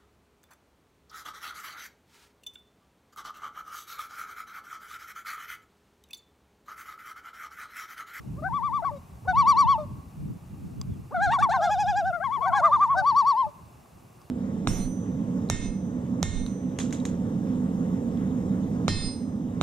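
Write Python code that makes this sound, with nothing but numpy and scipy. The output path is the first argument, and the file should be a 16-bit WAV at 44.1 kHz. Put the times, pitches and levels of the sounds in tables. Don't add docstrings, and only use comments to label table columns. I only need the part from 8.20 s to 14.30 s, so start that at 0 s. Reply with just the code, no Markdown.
import sys
import numpy as np
from scipy import signal
from scipy.io import wavfile
from scipy.ndimage import uniform_filter1d

SR = 44100
rng = np.random.default_rng(int(sys.argv[2]) if len(sys.argv) > 2 else 0)


def output_pcm(signal):
    pcm = np.clip(np.atleast_2d(signal).T, -1, 1) * 32767
    wavfile.write(sys.argv[1], SR, np.round(pcm).astype(np.int16))


N = 269010

# (start t/s, end t/s, dip f/Hz,
# dip level/dB, crests [(t/s, f/Hz, level/dB, second and third harmonic level/dB against the fundamental)])
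LAUGH_NOTES = [
    [(.222, .285, 601, -38, [(.272, 775, -33, 0.5, -34)]),
     (.288, .62, 881.5, -36, [(.26, 1133, -42, -21.5, -45), (.36, 1161, -27.5, -31, -28),
     (.457, 1176, -27, -28.5, -29), (.557, 1177, -26, -31, -31)]),
     (.62, .648, 651, -33, [(.677, 920, -33.5, -5, -52)]),
     (.648, .71, 864, -36.5, [(.66, 1130, -26, -28, -35)])],
    [(1.075, 1.13, 636, -38.5, [(1.097, 749, -24, -2.5, -26.5)]),
     (1.13, 1.595, 879, -25.5, [(1.195, 1148, -16.5, -23.5, -34.5), (1.297, 1159, -15, -26.5, -36.5),
     (1.4, 1149, -15.5, -29, -39.5), (1.508, 1127, -17.5, -31, -24.5)])],
    [(2.943, 3.14, 698.5, -26, [(2.94, 744, -26.5, -2.5, -29), (3.04, 820, -23, -3, -26.5),
     (3.135, 925, -23, -13, -17.5)]), (3.135, 3.18, 857, -28, [(3.144, 1137, -20.5, -22, -25.5)]),
     (3.18, 3.225, 707, -26.5, [(3.237, 932, -26, -12.5, -16.5)]),
     (3.225, 3.285, 863, -28, [(3.232, 1151, -16.5, -22.5, -24.5)]),
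     (3.285, 3.335, 668.5, -25, [(3.342, 919, -24, -11.5, -20)]),
     (3.335, 3.38, 779, -28, [(3.345, 1074, -24.5, -23, -34.5)]),
     (3.38, 3.51, 616, -31, [(3.457, 710.4, -27.5, -8, -25)])],
    [(3.335, 3.92, 706.5, -27, [(3.353, 781, -26.5, -4.5, -30), (3.44, 833, -23.5, -9.5, -39.5),
     (3.525, 844, -23.5, -12.5, -19.5), (3.61, 844, -23.5, -16, -19), (3.695, 839, -24, -13, -21.5),
     (3.785, 824, -24, -10.5, -27.5), (3.88, 775, -26, -9, -45)])],
    [(3.925, 3.995, 616, -41.5, [(3.947, 704.5, -33.5, 2.5, -19)]),
     (4.0, 4.04, 634.5, -30.5, [(4.047, 814, -34, 3, -41.5)]),
     (4.04, 4.2, 870, -33.5, [(4.045, 1110, -26.5, -20, -26.5), (4.143, 1138, -27, -21.5, -24)]),
     (4.207, 4.31, 896, -29.5, [(4.243, 1136, -26.5, -21.5, -27.5)]),
     (4.318, 4.39, 890, -30, [(4.35, 1130, -28, -19.5, -20.5)]),
     (4.4, 4.52, 567, -39, [(4.457, 680, -29.5, -5, -15)])],
    [(4.215, 4.335, 675, -31, [(4.283, 776, -25, -6.5, -33.5), (4.35, 853, -20, -16.5, -37.5)]),
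     (4.333, 4.344, 900.5, -28.5, [(4.338, 1075, -18.5, -31.5, -36)]),
     (4.345, 4.408, 693, -24.5, [(4.365, 831, -25, -6, -33)]),
     (4.41, 4.76, 888, -29.5, [(4.455, 1211, -15, -39.5, -37), (4.542, 1210, -16, -37.5, -37.5),
     (4.628, 1190, -16, -34.5, -39.5), (4.72, 1121, -20, -35.5, -38.5)])],
    [(4.745, 4.82, 638.5, -37, [(4.79, 772.5, -24.5, -1.8, -39.5)]),
     (4.82, 5.275, 860, -27, [(4.885, 1154, -18, -35.5, -33.5), (4.988, 1152, -17, -41, -36.5),
     (5.09, 1140, -17.5, -40, -37.5), (5.2, 1061, -21.5, -37, -30)])],
]
# (start t/s, end t/s, from f/Hz, to f/Hz, from level/dB, to level/dB)
LAUGH_SLIDES = [
    [(.16, .205, 490, 608, -67, -47), (.712, .78, 587, 542, -40, -46)],
    [(1.05, 1.075, 408, 576, -53.5, -46.5), (1.58, 1.65, 614, 580, -30.5, -41.5)],
    [(2.908, 2.94, 393, 611, -47.5, -38)],
    [],
    [],
    [(4.17, 4.215, 366, 488, -53, -50), (4.765, 4.85, 616, 566, -34.5, -44.5)],
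    [(5.266, 5.299, 602, 583, -37.5, -46.5)],
]
# (time between crests t/s, how far low dips follow the pitch of their crests [ratio])
LAUGH_THROBS = [(.1, .9), (.104, .9), (.094, 0.27), (.086, 1.3), (.098, .9), (.088, 0.67), (.104, .9)]
# (crest higher level/dB, dip second level/dB, dip third level/dB, dip higher level/dB)
REGISTER_TONES = [
    [(-42.5, -7.5, -25, -38), (-33, -33.5, -55.5, -31)],
    [(-28, -22, -42.5, -20.5), (-19.5, -40.5, -29, -17)],
    [(-18.5, -6, -36, -18.5), (-22, -34, -57, -22)],
    [(-18, -23, -43, -18), (-25, -35, -45, -28)],
    [(-27, -11.5, -27, -35), (-27.5, -32, -51, -25)],
    [(-22.5, -6.5, -28.5, -24.5), (-37.5, -36.5, -41, -26.5)],
    [(-19.5, -10.5, -39, -17), (-24, -36, -41, -20.5)],
]
# (f/Hz, level/dB)
THROAT_COLOURS = [
    [(1800, -12), (2100, 10), (2500, -9), (3000, -11.5), (3600, 4), (4200, -11), (5000, -3), (6000, -11.5),
     (7100, -20), (8400, -30), (9900, -28), (11800, -27), (14000, -26)],
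    [(1800, -12), (2100, -17), (2500, -2), (3000, -10.5), (3600, 0), (4200, -2), (5000, -8), (6000, -7),
     (7100, -21), (8400, -22.5), (9900, -24), (11800, -29), (14000, -36)],
    [(1800, -8), (2100, -0.5), (2500, -23), (3000, -17), (3600, -2.5), (4200, -6), (5000, -18), (6000, -10),
     (7100, -14.5), (8400, -21), (9900, -25), (11800, -34), (14000, -40)],
    [(1800, -2.5), (2100, -20.5), (2500, -5), (3000, -16.5), (3600, 0), (4200, -20.5), (5000, -7),
     (6000, -11.5), (7100, -11.5), (8400, -24), (9900, -30), (11800, -31), (14000, -39)],
    [(1800, 0), (2100, 8), (2500, -18.5), (3000, -6.5), (3600, -8.5), (4200, -11.5), (5000, -14),
     (6000, -13.5), (7100, -16), (8400, -35), (9900, -37), (11800, -31), (14000, -28.5)],
    [(1800, -25), (2100, -8.5), (2500, -16.5), (3000, -15.5), (3600, -4), (4200, -5.5), (5000, -11.5),
     (6000, -6.5), (7100, -9.5), (8400, -19.5), (9900, -16), (11800, -35), (14000, -32.5)],
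    [(1800, -14), (2100, -21), (2500, -2), (3000, -22), (3600, -7), (4200, -1.5), (5000, -4.5),
     (6000, -10.5), (7100, -22), (8400, -24.5), (9900, -26), (11800, -33.5), (14000, -34.5)],
]
# (left over right level/dB, lead of the left [radians],
# both nearly whole in the bass and shrinking upwards; base level/dB of the lines at thirds of the pitch
BIRD_VOICES = [(7, 0.28, -60, 0.67), (3, 0.42, -41, 1.01), (2, 0.39, -27.5, 1.4), (1.1, 0.11, -60., 1.03),
               (8, 0.28, -70.5, 0.74), (1.7, 0.15, -25.5, 1.1), (4, 0.32, -44.5, 0.96)]


def loons():
    out = np.zeros((2, N))
    laughs = zip(LAUGH_NOTES, LAUGH_SLIDES, LAUGH_THROBS, REGISTER_TONES, THROAT_COLOURS, BIRD_VOICES)
    for notes, slides, pulse, tones, throat, bird in laughs:
        shapes = [throb(*row, *pulse, tones) for row in notes]
        shapes += [slide(*row) for row in slides]
        for start, end, rows in shapes:
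            add(out, *note(start, end, rows, throat, bird))
    return out


HIGH_HZ = 1000
ENTRY_LIFT, ENTRY_DB, ENTRY_DULL_DB = 1.2, -1, -17
RELEASE_DB_PER_S, RELEASE_DULL_DB = -450, -22


def throb(start, end, dip_hz, dip_db, crests, throb_s, follow, tones):
    s, hz, db, second_db, third_db = np.transpose(crests)
    low = hz.max() < HIGH_HZ
    upper_db, *dip_tone = tones[0 if low else 1]

    def beside(c):
        return (np.r_[c[0], c] + np.r_[c, c[-1]]) / 2

    dips_s = (np.r_[s[0] - throb_s, s] + np.r_[s, s[-1] + throb_s]) / 2
    dips_hz = dip_hz * (beside(hz) / hz.max()) ** (follow * low)
    dips_db = dip_db + low * (beside(db) - db.max())
    rows = [(a, b, c, *(c + np.array(dip_tone))) for a, b, c in zip(dips_s, dips_hz, dips_db)]
    first, last = np.array(rows[0]), np.array(rows[-1])
    rows += zip(s, hz, db, db + second_db, db + third_db, db + upper_db)
    if start < first[0]:
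        overtones_db = first[3:] + ENTRY_DB + ENTRY_DULL_DB
        rows.append((start, first[1] * ENTRY_LIFT ** low, first[2] + ENTRY_DB, *overtones_db))
    if end > last[0]:
        fall_db = RELEASE_DB_PER_S * (end - last[0])
        overtones_db = last[3:] + fall_db + RELEASE_DULL_DB
        rows.append((end, last[1] * 1.01, last[2] + fall_db, *overtones_db))
    return start, end, sorted(rows)


# (second level/dB, third level/dB, higher level/dB)
UP_TONES = [(6.5, -2, -23.5), (-4.5, -31.5, -40.5)]
DOWN_TONES = [(-8, -47.5, -36.5), (-13.5, -38, -28)]


def slide(start, end, from_hz, to_hz, from_db, to_db):
    from_tone, to_tone = np.array(UP_TONES if to_hz > from_hz else DOWN_TONES)
    first = (start, from_hz, from_db, *(from_db + from_tone))
    last = (end, to_hz, to_db, *(to_db + to_tone))
    return start, end, [first, last]


# (f in thirds of the pitch [count], level/dB added to the bird's base level)
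THIRD_LINES = [(2, 1), (4, -3.5), (5, -9), (7, -22), (8, -28.5)]


def note(start, end, rows, throat, bird, dip_lift_db=1.0, jitter=0.00073, steep_db=0.68, uneven_db=3.0,
         break_hz=875, fade_s=0.0087, rise_s=0.011, throaty=0.39, waver_db=0.72, late_db=-6, late_s=0.011,
         lean_db=0.5, unsteady_db=2.5):
    s, *columns = np.transpose(rows)
    pan_db, lead, thirds_db, peaked = bird
    t = np.arange(start - fade_s / 2, end + fade_s, 1 / SR)
    since = t - t[0]

    row = np.clip(np.searchsorted(s, t, "right") - 1, 0, len(s) - 2)
    way = np.clip((t - s[row]) / (s[row + 1] - s[row] + 1e-9), 0, 1)
    rising = columns[0][row + 1] > columns[0][row]
    flat, dwell = 3.1, 1.8
    arch = 1 - (1 - np.where(rising, way, 1 - way) ** dwell) ** flat

    def along(column, curve):
        return column[row] + np.where(rising, curve, 1 - curve) * (column[row + 1] - column[row])

    first_db, second_db, third_db, upper_db = (along(c, arch ** peaked) for c in columns[1:])
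    hz = along(columns[0], arch)
    hz = uniform_filter1d(hz, size=250, mode="nearest")
    high = hz.mean() > 940

    entry = (hz[0] > 1050) * np.exp(-since / .012)
    strain = entry if high else 1 / (1 + np.exp((break_hz - hz) / 12))
    hz = hz * (1 + (jitter + 0.034 * strain) * wander(len(t), size=50))
    hz = hz * (1 + 0.16 * high * amp(thirds_db) * wander(len(t), size=40))

    third_db = third_db + throaty * (read(throat, 3 * hz) - read(throat, 3 * hz.max()))
    lines = [(1, first_db + waver_db * wander(len(t), size=200))]
    for k, db in [(2, second_db), (3, third_db)]:
        lines.append((k, db + unsteady_db * wander(len(t), size=300)))
    for k in range(4, 21):
        fall_db = steep_db * k * (upper_db - upper_db.max()) - 0.48 * k * strain
        fall_db = fall_db + dip_lift_db * (k - 3) * (1 - arch) ** 2
        drift_db = uneven_db * (1 + 0.71 * (1 - arch)) * wander(len(t), size=300)
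        lines.append((k, upper_db + read(throat, k * hz) + fall_db + drift_db))
    if high:
        crest_db = first_db - first_db.max()
        for k, db in THIRD_LINES:
            unsteady = 2.5 * wander(len(t), size=300)
            lines.append((k / 3, thirds_db + first_db + db + crest_db + unsteady))

    wake_db = late_db * (not entry[0]) * np.exp(-since / late_s)
    lag_db = wake_db + lean_db * np.sin(np.pi * arch) * np.where(rising, -1, 1)
    out = sing(lines, hz, lag_db, strain, pan_db, lead)

    rise_s = fade_s if entry[0] else rise_s
    fade = np.clip(np.minimum(since / rise_s, (t[-1] - t) / 2 / fade_s), 0, 1)
    return t[0], out * np.sin(np.pi / 2 * fade) ** 2


def sing(lines, hz, lag_db, strain, pan_db, lead, wide_hz=2600, rasp=0.071, breath=0.11):
    turns, out = np.cumsum(hz) / SR, np.zeros((2, len(hz)))
    for k, db in lines:
        db = db + lag_db * np.log2(max(k, 1))
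        wide = .5 * (0.16 + 0.82 / (1 + (k * hz / wide_hz) ** 4)) * np.array([[1], [-1]])
        phase = 2 * np.pi * (k * turns + rng.random()) + lead * wide / k ** 2
        flutter = 1 + (rasp * strain + breath * max(k - 2, 0) ** .5) * wander(len(hz), size=40)
        gain = np.sqrt(2) * amp(db + pan_db * wide) * flutter
        out += gain * (k * hz < SR / 2) * np.sin(phase)
    return out


def shores(x, near_db=-27, near_t60=1.0, far_db=-31, far_t60=0.99, dull_hz=1800):
    t = np.arange(2 * SR) / SR
    near, far = (amp(-60 * t / t60) for t60 in (near_t60, far_t60))
    far = far * (t > .05)
    near = amp(near_db) * near / np.linalg.norm(near) * rng.standard_normal((2, len(t)))
    far = amp(far_db) * far / np.linalg.norm(far) * rng.standard_normal((2, len(t)))
    tail = near + signal.lfilter(*signal.butter(2, dull_hz, fs=SR), far)
    return signal.fftconvolve(x.mean(0)[None], tail, axes=1)[:, :N]


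# (t/s, ring peak level/dB before its quick rise, thud level/dB against the ring)
TICK_TIMES = [(2.3444, -60, 8), (2.6138, -22, -17), (4.5925, -46, 2), (5.6586, -60, 11), (6.016, -44, -5)]
# (f/Hz, shifted a little by chance; level/dB; time to fall by 60 dB t/s)
TICK_RING = [(4900, 6, 0.012), (6250, 4, 0.0098), (7840, -1, 0.015), (11000, -31, .004), (3400, -6, 0.017),
             (2170, -5, 0.007)]


def ticks(thud_hz=1100, thud_t60=0.033):
    out, t = np.zeros((2, N)), np.arange(1500) / SR
    for s, db, thud_db in TICK_TIMES:
        ring = np.zeros(len(t))
        for hz, mode_db, t60 in TICK_RING:
            tuned_hz = hz * rng.uniform(0.96, 1.02)
            ring += amp(mode_db - 60 * t / t60) * np.sin(2 * np.pi * tuned_hz * t)
        crackle = np.diff(rng.standard_normal(len(t) + 1))
        ring = ring + .5 * amp(-60 * t / 0.0043) * crackle
        thud = amp(thud_db - 60 * t / thud_t60) * np.sin(2 * np.pi * thud_hz * t)
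        both = ring / abs(ring).max() + thud * np.array([[1.3], [.7]])
        add(out, s, amp(db) * np.minimum(t / 0.00043, 1) * both)
    return out


# (t/s, f/Hz, level/dB)
FAR_WHISTLES = [
    [(2.44, 3020, -75), (2.47, 3820, -79), (2.495, 4430, -90), (2.55, 3900, -82)],
    [(2.7, 3220, -72), (2.72, 3630, -77), (2.75, 3180, -66)],
]


def whistles():
    out = np.zeros((2, N))
    for rows in FAR_WHISTLES:
        s, hz, db = np.transpose(rows)
        t = np.arange(s[0], s[-1], 1 / SR)
        hz = uniform_filter1d(np.interp(t, s, hz), size=500)
        tone = amp(np.interp(t, s, db)) * np.sin(2 * np.pi * np.cumsum(hz) / SR)
        tone = tone * signal.windows.tukey(len(t), .3)
        add(out, s[0], np.sqrt(2) * tone * np.ones((2, 1)))
    return out


# (t/s, rumble common to both ports level/dB, rumble opposite in the ports level/dB)
WIND_GUSTS = [(0.0, -46, -39), (0.15, -37.5, -37.5), (0.45, -49, -34.5), (0.7, -44, -38),
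              (0.851, -50.5, -43), (1.0, -45.5, -45), (1.12, -40.5, -32.5), (1.3, -48, -30.5),
              (1.7, -38, -35.5), (1.899, -45.5, -43), (2.1, -32, -31), (2.21, -49, -47),
              (2.3, -39.5, -36.5), (2.8, -39, -37), (2.9, -47, -43.5), (3.05, -40.5, -28),
              (3.3, -46.5, -35.5), (3.8, -47.5, -34), (4.2, -49, -42), (4.3, -49, -34), (4.8, -50, -36),
              (5.1, -59, -44), (5.55, -51, -38), (5.8, -55.5, -39.5), (6.0, -50.5, -38), (6.1, -66, -38)]
# (f/Hz, level/dB per Hz, relative)
COMMON_RUMBLE = [(12, -61), (20, -64), (65, 0), (149, 2), (313, -16), (512, -32.5), (586, -45.5),
                 (700, -56.5), (910, -80.5), (1540, -120)]
# (f/Hz, level/dB per Hz, relative)
OPPOSITE_RUMBLE = [(12, -61), (20, -21), (43, -15), (70, -3.5), (143, -3.5), (248, -11), (330, -17.5),
                   (600, -34), (780, -58.5), (1320, -120)]


def wind():
    s, common_db, opposite_db = np.transpose(WIND_GUSTS)
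    t = np.arange(N) / SR
    _, common = noise(COMMON_RUMBLE, size=1024, patchy_db=3.0, lumpy_db=0.5, lump_s=0.06)
    _, opposite = noise(OPPOSITE_RUMBLE, size=1024, patchy_db=3.0, lumpy_db=2.5, lump_s=.02)
    common = sound_of(common)[0] * amp(np.interp(t, s, common_db))
    opposite = sound_of(opposite)[0] * amp(np.interp(t, s, opposite_db))
    return np.array([common + opposite, common - opposite])


# (f/Hz, level/dB per Hz, relative)
LAKE_COLOUR = [(180, -41), (300, 1.5), (425, -9.5), (842, -7.5), (994, -14), (1150, -7.5), (1250, -15.5),
               (1660, -20.5), (1780, -22), (2790, -20), (3080, -27.5), (6960, -26.5), (15000, -29),
               (16000, -37)]
# (f/Hz, left-right likeness [0 to 1])
LAKE_LIKENESS = [(400, 0.084), (1400, 0.39), (3100, 0.72), (4400, 1), (8000, .75), (15000, 0.31)]
LAKE_DB = -57


def lake():
    hz, z = noise(LAKE_COLOUR, size=512, patchy_db=.6, lumpy_db=0, lump_s=.01)
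    same = np.clip(read(LAKE_LIKENESS, hz), -1, 1)[:, None]
    right = same * z[0] + np.sqrt(1 - same ** 2) * z[1]
    return amp(LAKE_DB) * sound_of(np.array([z[0], right]))


def noise(spectrum, size, patchy_db, lumpy_db, lump_s):
    hop = size // 4
    frames, hz = N // hop + 5, np.fft.rfftfreq(size, 1 / SR)
    a, b, c, d, patches = rng.standard_normal((frames, len(hz), 5)).T
    patches = uniform_filter1d(patches, size=8, axis=0)
    patches = evened(uniform_filter1d(patches, size=10, axis=1))
    keep = np.exp(-hop / SR / lump_s)
    lumps = evened(signal.lfilter([1], [1, -keep], rng.standard_normal(frames)))
    level_db = read(spectrum, hz)[:, None] + patchy_db * patches + lumpy_db * lumps
    return hz, np.array([a + 1j * b, c + 1j * d]) * amp(level_db)


def sound_of(z):
    size = 2 * (z.shape[1] - 1)
    return evened(signal.istft(z, nperseg=size, noverlap=size * 3 // 4)[1][..., :N])


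def wander(length, size):
    smooth = uniform_filter1d(rng.standard_normal(length), size)
    return evened(uniform_filter1d(smooth, size))


def amp(db):
    return 10 ** (np.asarray(db) / 20)


def evened(x):
    return x / np.sqrt(np.mean(x ** 2) + 1e-20)


def read(points, hz):
    f, value = np.transpose(points)
    return np.interp(np.log(hz + 1), np.log(f + 1), value)


def add(mix, s, sound):
    part = mix[:, round(s * SR):][:, :sound.shape[1]]
    part += sound[:, :part.shape[1]]


def scene():
    birds = loons()
    return birds + shores(birds) + ticks() + whistles() + wind() + lake()


EDGE_HZ = 15750


def record(dry, deepest_db=28, knee_db=-42, soft_db=4, split_hz=520, cut_hz=45):
    mid, side = (dry[0] + dry[1]) / 2, (dry[0] - dry[1]) / 2
    level_db = 10 * np.log10(abs(uniform_filter1d(mid ** 2, size=1500)) + 1e-12)
    shut = 1 / (1 + 2 * np.exp((level_db - knee_db) / soft_db))
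    bass = signal.sosfiltfilt(signal.butter(3, split_hz, fs=SR, output="sos"), side)
    side = side + bass * (amp(-deepest_db * shut) - 1)
    mid, side = signal.sosfilt(signal.butter(2, cut_hz, "high", fs=SR, output="sos"), [mid, side])
    edge = signal.firwin(511, EDGE_HZ, window=("kaiser", 9), fs=SR)
    return signal.oaconvolve(np.array([mid + side, mid - side]), edge[None], "same")


dry = scene()
out = record(dry)
output_pcm(out)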